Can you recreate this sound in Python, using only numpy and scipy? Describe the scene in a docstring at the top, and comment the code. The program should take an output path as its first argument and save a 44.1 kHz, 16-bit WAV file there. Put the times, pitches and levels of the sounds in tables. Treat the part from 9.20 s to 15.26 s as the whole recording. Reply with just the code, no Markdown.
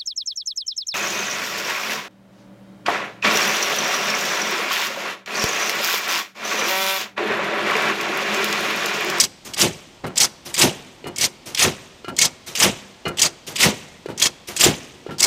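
"""A mechanical plate shear idles in a large workshop, one stroke a second, heard close over a motor hum.
The take opens on the clatter of the clamp row: tiny collisions, steel contacts and ringing steel parts.
Then come a short hiss of fine grit, a tick, and a second clatter that swells into a heavy thud, jolts
ringing in the modes of the frame. A dull knock with a ringing link, made of decaying sines, leads into
the next turn. The hall rings on faintly as decaying noise; the microphone port notches the treble."""
import sys
import numpy as np
from scipy import signal
from scipy.fft import rfft, irfft
from scipy.io import wavfile
from scipy.ndimage import uniform_filter1d

SR = 44100
rng = np.random.default_rng(int(sys.argv[2]) if len(sys.argv) > 2 else 0)


def wav_record(signal):
    """Record a signal, one row per channel, as 16-bit PCM in the file named by sys.argv[1]."""
    frames = np.transpose(np.atleast_2d(signal))
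    bounded = np.clip(frames, -1, 1)
    # unit amplitude maps onto the largest positive 16-bit level
    quanta = np.round(bounded * 32767).astype(np.int16)
    wavfile.write(sys.argv[1], SR, quanta)


N = 267246
T = np.arange(N) / SR   # s

# The motor hum. Each row: frequency in Hz, relative level in dB.
HUM_SPECTRUM = [(15, -41), (25, -2.5), (161, 0.5), (293, -0.5), (354, -8), (624, -3), (1040, -7),
                (1560, -11.5), (3250, -7.5), (7920, -18), (11000, -29), (14400, -30), (16000, -43)]
HUM_DB = -50

# The hall. Each row: frequency in Hz, time to fall 60 dB in s, relative starting level in dB.
HALL_DECAY = [(60, 3.2, 1.5), (300, 4.5, -2), (1510, 1.75, -1), (4930, 0.65, -2.5), (14000, 0.2, 4.5)]
HALL_DB = -29.5   # energy of the echo response against the direct sound

# Bands of the bright noise. Each row: centre in Hz, part it belongs to (0 middle, 1 low, 2 top).
# The lowest band belongs to no part and is left out.
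NOISE_BANDS = [(900, None), (1900, 1), (2900, 1), (4200, 0), (5400, 0), (6700, 0), (8200, 0), (10000, 2),
               (13500, 2), (20000, 2)]
# Colour of the bright noise. Each row: frequency in Hz, relative level in dB.
BRIGHT_SPECTRUM = [(410, -30), (700, 17), (1380, -17.5), (1870, -6.5), (3280, -3.5), (3940, 0), (6230, 3),
                   (7890, -2.5), (10800, -7), (15000, -14.5), (16000, -51)]

# Hisses. Each row: start in s, hiss level in dB, shift of its top part in dB,
# level of the frame's shaking in dB, shift of its upper part in dB.
HISSES = [(0.247, -36.5, -1, -40, 1), (1.25, -36, 1, -39.5, 0.5), (2.256, -37.5, 0, -39.5, 0.5),
          (3.262, -35, -1, -41.5, 3.5), (4.266, -33.5, -0.5, -37, -1.5), (5.272, -33.5, 0.5, -37.5, -0.5)]
# Course of a hiss. Each row: time from its start in s, level in dB, low and top part against it in dB.
HISS_COURSE = [(0.0, -9, -10, -2), (0.012, 0, -2, -4), (0.084, -13.5, -3.5, -6.5), (0.093, -6, -5, 4)]
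# The frame under a hiss. Each row: time from its start in s, level in dB, upper part against it in dB.
HISS_SHAKE = [(0.0, -16, -6), (0.016, -0.5, -1.5), (0.1, -8, 0)]

# Knocks on the link. Each row: start in s, level in dB, bright part of the crack in dB, crack length in s,
# ring of the low modes and of the high modes against the level in dB, relative level of the thump in dB.
KNOCKS = [(0.84, -29, -17, 0.019, -13, -28, -35), (0.865, -21.5, -3, 0.016, -17, -19, -35),
          (1.842, -29, -24, 0.0078, -20, -7.5, -27.5), (1.8696, -24, 1.5, 0.015, -18, -9.5, -27),
          (2.845, -25.5, -25, 0.0058, -9.5, -12.5, -28.5), (2.882, -20.5, -6.5, 0.017, -7, -15.5, -29),
          (3.8534, -20.5, -22, 0.014, -25.5, -2.5, -23), (3.879, -17.5, 0, 0.011, -9, -14, -25),
          (4.859, -22.5, -19, 0.0049, -23, -25, -20), (4.886, -45, 11, 0.012, -10, -14, -30),
          (4.901, -25.5, -12, 0.026, -28, -19, -29), (5.8641, -30, -32, 0.0077, -14, -17, -22.5),
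          (5.882, -52, -10, 0.012, -13, -25, -39), (5.908, -24.5, -11, 0.048, -8, -20, -35)]
# Modes of the link. Each row: frequency in Hz, relative level in dB, time to fall 60 dB undamped in s.
LINK_MODES = [(1367, 0, .22), (1653, -10, .15), (2067, -6, .15), (2433, -6, .2), (2918, 0, .17),
              (4258, -7, .13)]
# The frame shaking under the knocks. Each row: time in s, level in dB, shift of the upper part in dB.
KNOCK_SHAKES = [(0.844, -28, 3.5), (1.86, -32, 1), (2.882, -31, -3), (3.861, -26.5, 2), (4.888, -32, 0),
                (5.892, -31.5, -3)]
# Its course. Each row: time from the knock in s, level in dB, upper part against it in dB.
KNOCK_SHAKE = [(-0.01, -18, -17), (0.0, 0, 0), (0.04, -2, -13.5), (0.1, -16.5, -6)]

# Single steel contacts. Each row: start in s, level in dB, low part against it in dB,
# strongest pitch in Hz, length in s.
CONTACTS = [(0.0002, -10, -10, 5750, 0.016), (0.038, -21, -14, 4940, .012), (0.336, -32, -13, 3240, 0.0094),
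            (0.3434, -30, -14, 7900, 0.0027), (0.378, -32, -11, 5250, .015), (0.398, -25, -17, 7260, .008),
            (0.405, -20, -11, 3280, .011), (0.413, -13, -20, 5270, 0.0087), (0.957, -35, -3, 5920, .008),
            (0.968, -27, -15, 3440, .007), (0.977, -14, -14, 7200, 0.0078), (1.001, -14, -12, 6200, .013),
            (1.014, -14.5, -16, 7500, 0.015), (1.032, -15.5, -20, 6070, 0.022),
            (1.341, -25, -3, 7250, 0.015), (1.364, -28.5, -13, 3650, .01), (1.378, -24, -3, 7350, .009),
            (1.39, -17, -16, 7270, .014), (1.415, -11.5, -4, 4130, .02), (1.9607, -33, -9, 4980, .01),
            (1.9825, -23.5, -8, 7640, 0.0061), (2.002, -31, -14, 3000, .006),
            (2.0107, -18, -16, 5800, .015), (2.029, -21, -12, 3200, .006), (2.041, -18, -3, 5700, 0.018),
            (2.347, -22.5, -6.5, 3330, 0.0049), (2.359, -35, -15, 3040, .009), (2.373, -26, 2, 3250, 0.018),
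            (2.393, -16.5, -17, 3120, 0.023), (2.424, -13, -12, 6250, .008),
            (2.9652, -30, -22, 6850, 0.0054), (2.983, -29.5, -5, 3200, .005),
            (2.988, -12.5, -7, 6340, 0.0053), (3.0, -24, -17, 6150, .01), (3.0147, -11, -6, 6400, .017),
            (3.052, -18.5, -21, 4660, 0.013), (3.352, -25.5, 0.5, 3240, 0.0048),
            (3.36, -26.5, -15, 2900, .008), (3.3726, -28, 1, 6200, .012), (3.4003, -16.5, -2, 6900, .01),
            (3.4245, -15, 3.5, 3000, 0.019), (3.971, -32.5, -12, 3070, 0.012),
            (3.984, -27.5, 0, 2980, 0.01), (3.9938, -18.5, -6, 6290, 0.0095), (4.0166, -11, -5, 6400, .008),
            (4.0285, -14.5, -4, 6800, .008), (4.061, -22, -20, 4400, 0.0068),
            (4.358, -24.5, -7, 3000, 0.013), (4.392, -31, -13, 3370, .011), (4.4033, -19, -10, 3180, .015),
            (4.431, -15, 4, 5300, 0.01), (4.976, -31.5, -8, 5940, 0.014), (4.9977, -26, -12, 6500, 0.0085),
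            (5.0174, -20, 1.5, 3170, 0.0066), (5.023, -10.5, -14, 6300, 0.0056),
            (5.035, -18, -16, 6640, 0.01), (5.056, -16.5, -4, 5030, .006), (5.066, -19.5, -6, 4970, 0.0072),
            (5.3643, -26.5, -3, 7020, .008), (5.3735, -27, -19, 8100, .008), (5.397, -23, -14, 6700, 0.012),
            (5.408, -14, 0, 7300, .012), (5.438, -10.5, -16, 7500, .01), (5.983, -33, -15, 5000, .011),
            (5.995, -25.5, -12, 6600, 0.012), (6.004, -14, -9.5, 7500, 0.0039),
            (6.019, -23, -8, 6500, .007), (6.027, -11, -9, 5900, .006), (6.038, -13, -14, 7000, 0.011)]
CONTACT_TOP_DB = -10   # top part against the contact's level
# Ringing steel parts. Each row: frequency in Hz, nominal width in Hz, relative level in dB.
STEEL_PARTS = [(2198, 38, 2), (2605, 12, -8.5), (3246, 85, 7.5), (3710, 38, -14), (4233, 17, -1),
               (4780, 17, 4.5), (5150, 110, 6.5), (5790, 17, -16), (6350, 25, -18), (6450, 82, -14),
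               (6000, 40, -18), (7000, 84, 5), (7220, 85, -7), (7880, 190, 9.5), (8300, 78, -7.5),
               (9050, 38, -16)]

# Clatters of the clamp row. Each row: last peak in s, chatter level in dB, shift of its top part in dB,
# level of the frame's shaking in dB, shift of its upper part in dB.
CLAMPS = [(0.042, -19, 2, -34, -2), (1.047, -15.5, 2, -33, 2), (2.056, -18, 3, -32, -2.5),
          (3.057, -15.5, -2, -32, 0), (4.064, -15, -2.5, -32, 1), (5.066, -18.5, 1.5, -33, 1),
          (6.066, -20, 3, -32.5, 3)]
# Course of the chatter. Each row: time from the peak in s, level in dB, low and top part against it in dB.
CLAMP_CHATTER = [(-0.08, -22, 0, -9), (-0.048, -12.5, 0, -9), (-0.035, -4.5, -3, -10),
                 (0.0, -1.5, -10, -10), (0.028, -25.5, -2.5, -15), (0.065, -44, -13, -9)]
# The frame under it. Each row: time from the peak in s, level in dB, upper part against it in dB.
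CLAMP_SHAKE = [(-0.085, -16, -3), (-0.03, -4, 5), (0.0, -0.5, 4.5), (0.05, -15.5, -6.5), (0.08, -19, -5)]

# Heavy strokes. Each row: chatter peak in s, its level in dB, shift of its top part in dB,
# thud in s, its level in dB, shift of its upper part in dB, relative level of its first thump in dB.
STROKES = [(0.427, -17, 0.5, 0.45, -16, -1, -17), (1.43, -15.5, 0.5, 1.452, -13.5, 0.5, -13.5),
           (2.431, -15, -1, 2.469, -17.5, 3.5, -24), (3.438, -15, -1, 3.465, -16, 3.5, -22),
           (4.441, -13.5, -0.5, 4.472, -14.5, 1.5, -17), (5.446, -13, 1, 5.475, -12.5, 0, -8.5)]
# Course of the chatter. Each row: time from the peak in s, level in dB, low and top part against it in dB.
STROKE_CHATTER = [(-0.065, -22.5, 0, -20), (-0.045, -11.5, -1.2, -2), (0.0, 0, -0.72, -4.5),
                  (0.085, -24, 1, -12.5), (0.135, -31, 1, -11.5)]
# Course of the thud. Each row: time from the thud in s, level in dB, upper part against it in dB.
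THUD_SHAKE = [(-0.085, -28.5, 2), (-0.045, -16, 5.5), (-0.02, -8, 2), (0.0, -0.5, -11), (0.09, -26, -9.5),
              (0.17, -33.5, -5.5)]
THUMP_LEADS_S = 0.01202   # the first thump comes this long before the thud

# Low modes of the casting. Each row: frequency in Hz, width in Hz, relative level in dB.
FRAME_MODES = [(106.8, 11, -3), (154.4, 17.7, 3), (206.5, 24.4, 1.5), (259.5, 40, -1.5), (347, 18.4, 4),
               (406, 67, -2.5), (519.4, 43, 2), (551, 61, -3.5)]
# Broad rumble between the modes. Each row: frequency in Hz, relative level in dB.
RUMBLE_SPECTRUM = [(15, -57), (25, 18.5), (166, 0.5), (415, -2.5), (492, -8), (571, 5), (965, 10),
                   (1380, -77), (2200, -27), (2860, -47), (4840, -120)]

# Notch of the microphone port and its width; then the stop-band edges of two plain treble cuts.
NOTCH_HZ, NOTCH_WIDTH_HZ = 10930, 1020
TOP_HZ, CUTOFF_HZ = 15950, 16850


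def amp(db):
    """Decibels to an amplitude factor."""
    return 10 ** (np.asarray(db) / 20)


def rms_one(x):
    """Scale to an rms of 1."""
    return x / np.sqrt(np.mean(x ** 2) + 1e-20)


def at_hz(points, hz, column=1):
    """Read a table column at a frequency, interpolating over log frequency."""
    points = np.array(points)
    return np.interp(np.log(hz), np.log(points[:, 0]), points[:, column])


def band(x, low_hz, high_hz):
    """Band-pass with gentle slopes."""
    return signal.sosfilt(signal.butter(2, [low_hz, high_hz], "band", fs=SR, output="sos"), x)


def coloured(x, spectrum):
    """Steady noise given a spectrum; rms 1."""
    hz = np.maximum(np.arange(N // 2 + 1) * SR / N, 1)
    return rms_one(irfft(rfft(x) * amp(at_hz(spectrum, hz)), N))


def resonance(x, hz, width_hz):
    """One mode: a two-pole resonator that rings longer the narrower it is."""
    r = np.exp(-np.pi * width_hz / SR)
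    feedback = [1, -2 * r * np.cos(2 * np.pi * hz / SR), r * r]
    return signal.lfilter([(1 - r * r) / 2, 0, (r * r - 1) / 2], feedback, x)


def grit(per_s, spread_db):
    """Random clicks of uneven size and sign; rms 1."""
    sizes = amp(spread_db * np.minimum(rng.exponential(1, N), 4)) * rng.choice([-1, 1], N)
    return rms_one(sizes * (rng.random(N) < per_s / SR))


def burst_envelope(t, lasts_s, fall_db_per_s, stop_db_per_s):
    """Burst envelope: fast attack, slow fall, then a steep fall after the given length."""
    attack = np.minimum(t / 0.0005, 1)
    return attack * amp(-fall_db_per_s * t - stop_db_per_s * np.maximum(t - lasts_s, 0))


def placed(course, events, at=0, level=1):
    """The shared course at each event's time and level; the column after level shifts its highest part."""
    course = np.array(course)
    unshifted = [0] * (course.shape[1] - 3)
    return [course + [e[at], e[level], *unshifted, e[level + 1]] for e in events]


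def bursts(tables, release_s):
    """Gains of each part over time; the first is the level, the others lie relative to it."""
    gains = np.zeros((len(tables[0][0]) - 1, N))
    for rows in tables:
        s, level_db, *parts_db = np.transpose(rows)
        on = (T >= s[0]) & (T < s[-1] + 1)
        t = T[on]
        onset = np.minimum((t - s[0]) / 0.0023, 1)
        release = amp(-60 * np.maximum(t - s[-1], 0) / release_s)   # dies away after the last row
        for k, db in enumerate([0, *parts_db]):
            gains[k, on] += onset * release * amp(np.interp(t, s, level_db + db))
    return gains


def three_parts(per_s, spread_db, patchy_db, patches_per_s):
    """Middle, low and top part of bright gritty noise, rms 1 each; every band swells and sinks by itself."""
    log_hz = np.log(np.arange(N // 2 + 1) * SR / N + 1)
    log_centres = np.log([centre for centre, _ in NOISE_BANDS])
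    noise = rfft(coloured(grit(per_s, spread_db), BRIGHT_SPECTRUM))
    parts = np.zeros((3, N))
    for k, (_, part) in enumerate(NOISE_BANDS):
        if part is None:
            continue
        # overlapping bands that add up to one
        share = np.interp(log_hz, log_centres, np.arange(len(NOISE_BANDS)) == k)
        swell = np.interp(T * patches_per_s, np.arange(2000), rng.standard_normal(2000))
        parts[part] += amp(patchy_db * swell) * irfft(noise * share, N)
    return np.array([rms_one(part) for part in parts])


def motor_hum():
    """The motor's steady hum: noise with a spectrum weighted to the lows."""
    return amp(HUM_DB) * coloured(rng.standard_normal(N), HUM_SPECTRUM)


def hall(x):
    """Diffuse echo: noise that dies band by band, also fed by the stroke before the start."""
    t, edges = T[:2 * SR], 40 * 2 ** np.arange(0, 9, .5)   # half-octave bands
    tail = 0
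    for low, high in zip(edges, edges[1:]):
        decay_db = at_hz(HALL_DECAY, low, column=2) - 60 * t / at_hz(HALL_DECAY, low)
        tail = tail + band(rng.standard_normal(len(t)), low, high) * amp(decay_db)
    tail = tail * np.minimum(t / 0.0078, 1)
    tail = tail / np.sqrt(np.sum(tail ** 2))
    earlier = np.concatenate([x[:SR], x])   # the machine repeats each second
    return signal.fftconvolve(earlier, tail)[SR:SR + N]


def hiss():
    """A fine-grained rush, like a brake dragging or air escaping."""
    gains = bursts(placed(HISS_COURSE, HISSES), release_s=0.08)
    return np.sum(gains * three_parts(6000, 2.6, patchy_db=2.2, patches_per_s=80.0), axis=0)


def link(damped_s):
    """A short rough crack, then the ring of the link, which fades fast after a fixed time."""
    out, noise = np.zeros(N), rng.standard_normal(N)
    rough = rms_one(band(noise, 1200, 4900))
    bright = rms_one(signal.lfilter([1, .6], [1], band(noise, 3900, 12200)))
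    roughening = rms_one(band(noise, 28, 134))   # slow noise that roughens the level of the ring
    start_phases = rng.random((len(KNOCKS), len(LINK_MODES)))   # cycles
    t = T[:SR // 8]
    envelope = np.minimum(t / 0.0009, 1) * amp(-900 * np.maximum(t - damped_s, 0))
    for (s, db, top_db, lasts_s, low_db, high_db, _), phases in zip(KNOCKS, start_phases):
        i = round(s * SR)
        span = slice(i, i + len(t))
        ring = 0
        for (hz, mode_db, t60), phase in zip(LINK_MODES, phases):
            group_db = low_db if hz < 1900 else high_db
            ring = ring + amp(mode_db + group_db - 60 * t / t60) * np.sin(2 * np.pi * (hz * t + phase))
        ring = ring * (1 + 0.39 * roughening[span]) * envelope
        crack = amp(-15.5) * burst_envelope(t, lasts_s, fall_db_per_s=250.5, stop_db_per_s=1198.5)
        crack = crack * (rough[span] + amp(top_db) * bright[span])
        out[span] += amp(db) * (ring + crack)
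    return out


def contacts(pitch_db):
    """Gains of middle, low and top part for all steel contacts, and the pitched core of each."""
    power, core, noise = np.zeros((3, N)), np.zeros(N), grit(6000, 2.4)
    for s, db, low_db, hz, lasts_s in CONTACTS:
        i = round(s * SR)
        t = T[:min(SR // 5, N - i)]
        span = slice(i, i + len(t))
        shape = amp(db) * burst_envelope(t, lasts_s, fall_db_per_s=519, stop_db_per_s=2500)
        power[:, span] += (amp([[0], [low_db], [CONTACT_TOP_DB]]) * shape) ** 2
        core[span] += amp(pitch_db) * shape * rms_one(resonance(noise[span], hz, 720))
    return np.sqrt(power), core


def clatter(ring_db):
    """Dense tiny collisions sound directly, and the contacts set the steel parts ringing."""
    contact_gains, core = contacts(pitch_db=2.0)
    courses = placed(CLAMP_CHATTER, CLAMPS) + placed(STROKE_CHATTER, STROKES)
    force = np.hypot(contact_gains, bursts(courses, release_s=0.83))
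    direct = np.sum(force * three_parts(7000, 1.86, patchy_db=3.0, patches_per_s=120.0), axis=0)
    rung = 0
    for hz, width_hz, db in STEEL_PARTS:   # every part is shaken by collisions of its own
        drive = contact_gains[0] * grit(250, 4.0) + 1e-18
        level = amp(db) * np.sqrt(SR / width_hz)
        rung = rung + level * resonance(drive, hz, max(width_hz, 40))   # no part rings narrower than 40 Hz
    return direct + core + amp(ring_db) * rung


def frame(broad_db, thump_db):
    """Irregular jolts ring in the low modes of the casting, with a broad rumble; knocks and thuds add
    short thumps."""
    shakes = placed(CLAMP_SHAKE, CLAMPS, level=3) + placed(HISS_SHAKE, HISSES, level=3)
    shakes += placed(THUD_SHAKE, STROKES, at=3, level=4) + placed(KNOCK_SHAKE, KNOCK_SHAKES)
    low_gain, upper_gain = bursts(shakes, release_s=0.48)

    jolts, modes = grit(700, 2.9), 0
    for k, (hz, width_hz, db) in enumerate(FRAME_MODES):
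        modes = modes + amp(db) * resonance(jolts, hz, width_hz) * (-1) ** k   # neighbours in opposite sign
    body = rms_one(modes) + amp(broad_db) * coloured(grit(2000, 1.9), RUMBLE_SPECTRUM)
    body = rms_one(band(band(body, 81, 2500), 80, 489))
    # even out the level swings of the noise
    body = body / (uniform_filter1d(body ** 2, size=3000) + .05) ** 0.6
    upper = rms_one(band(grit(4000, 4.0), 360, 1640))

    impulses = np.full(N, 1e-18)
    for row in KNOCKS:
        impulses[round(row[0] * SR)] = amp(row[-1] + thump_db)
    for row in STROKES:
        impulses[round((row[3] - THUMP_LEADS_S) * SR)] = amp(row[-1] + thump_db)
    thump = resonance(resonance(impulses, 367, 112), 440, 250)   # a few cycles long
    return low_gain * rms_one(body) + upper_gain * upper + thump


def scene():
    """The shear, its echo in the hall and the motor hum, on one channel."""
    shear = hiss() + link(damped_s=0.041) + clatter(ring_db=-21.0) + frame(broad_db=3, thump_db=44)
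    return (motor_hum() + amp(HALL_DB) * hall(shear) + shear)[None]


def record(dry):
    """The microphone port has a notch in the treble; then peaks are rounded and the top is cut twice."""
    x = signal.lfilter(*signal.iirnotch(NOTCH_HZ, NOTCH_HZ / NOTCH_WIDTH_HZ, SR), dry)
    x = .7 * np.tanh(x / .7)
    x = signal.sosfilt(signal.cheby2(20, 45, TOP_HZ, fs=SR, output="sos"), x)
    return signal.sosfilt(signal.cheby2(12, 70, CUTOFF_HZ, fs=SR, output="sos"), x)


dry = scene()
out = record(dry)
wav_record(out)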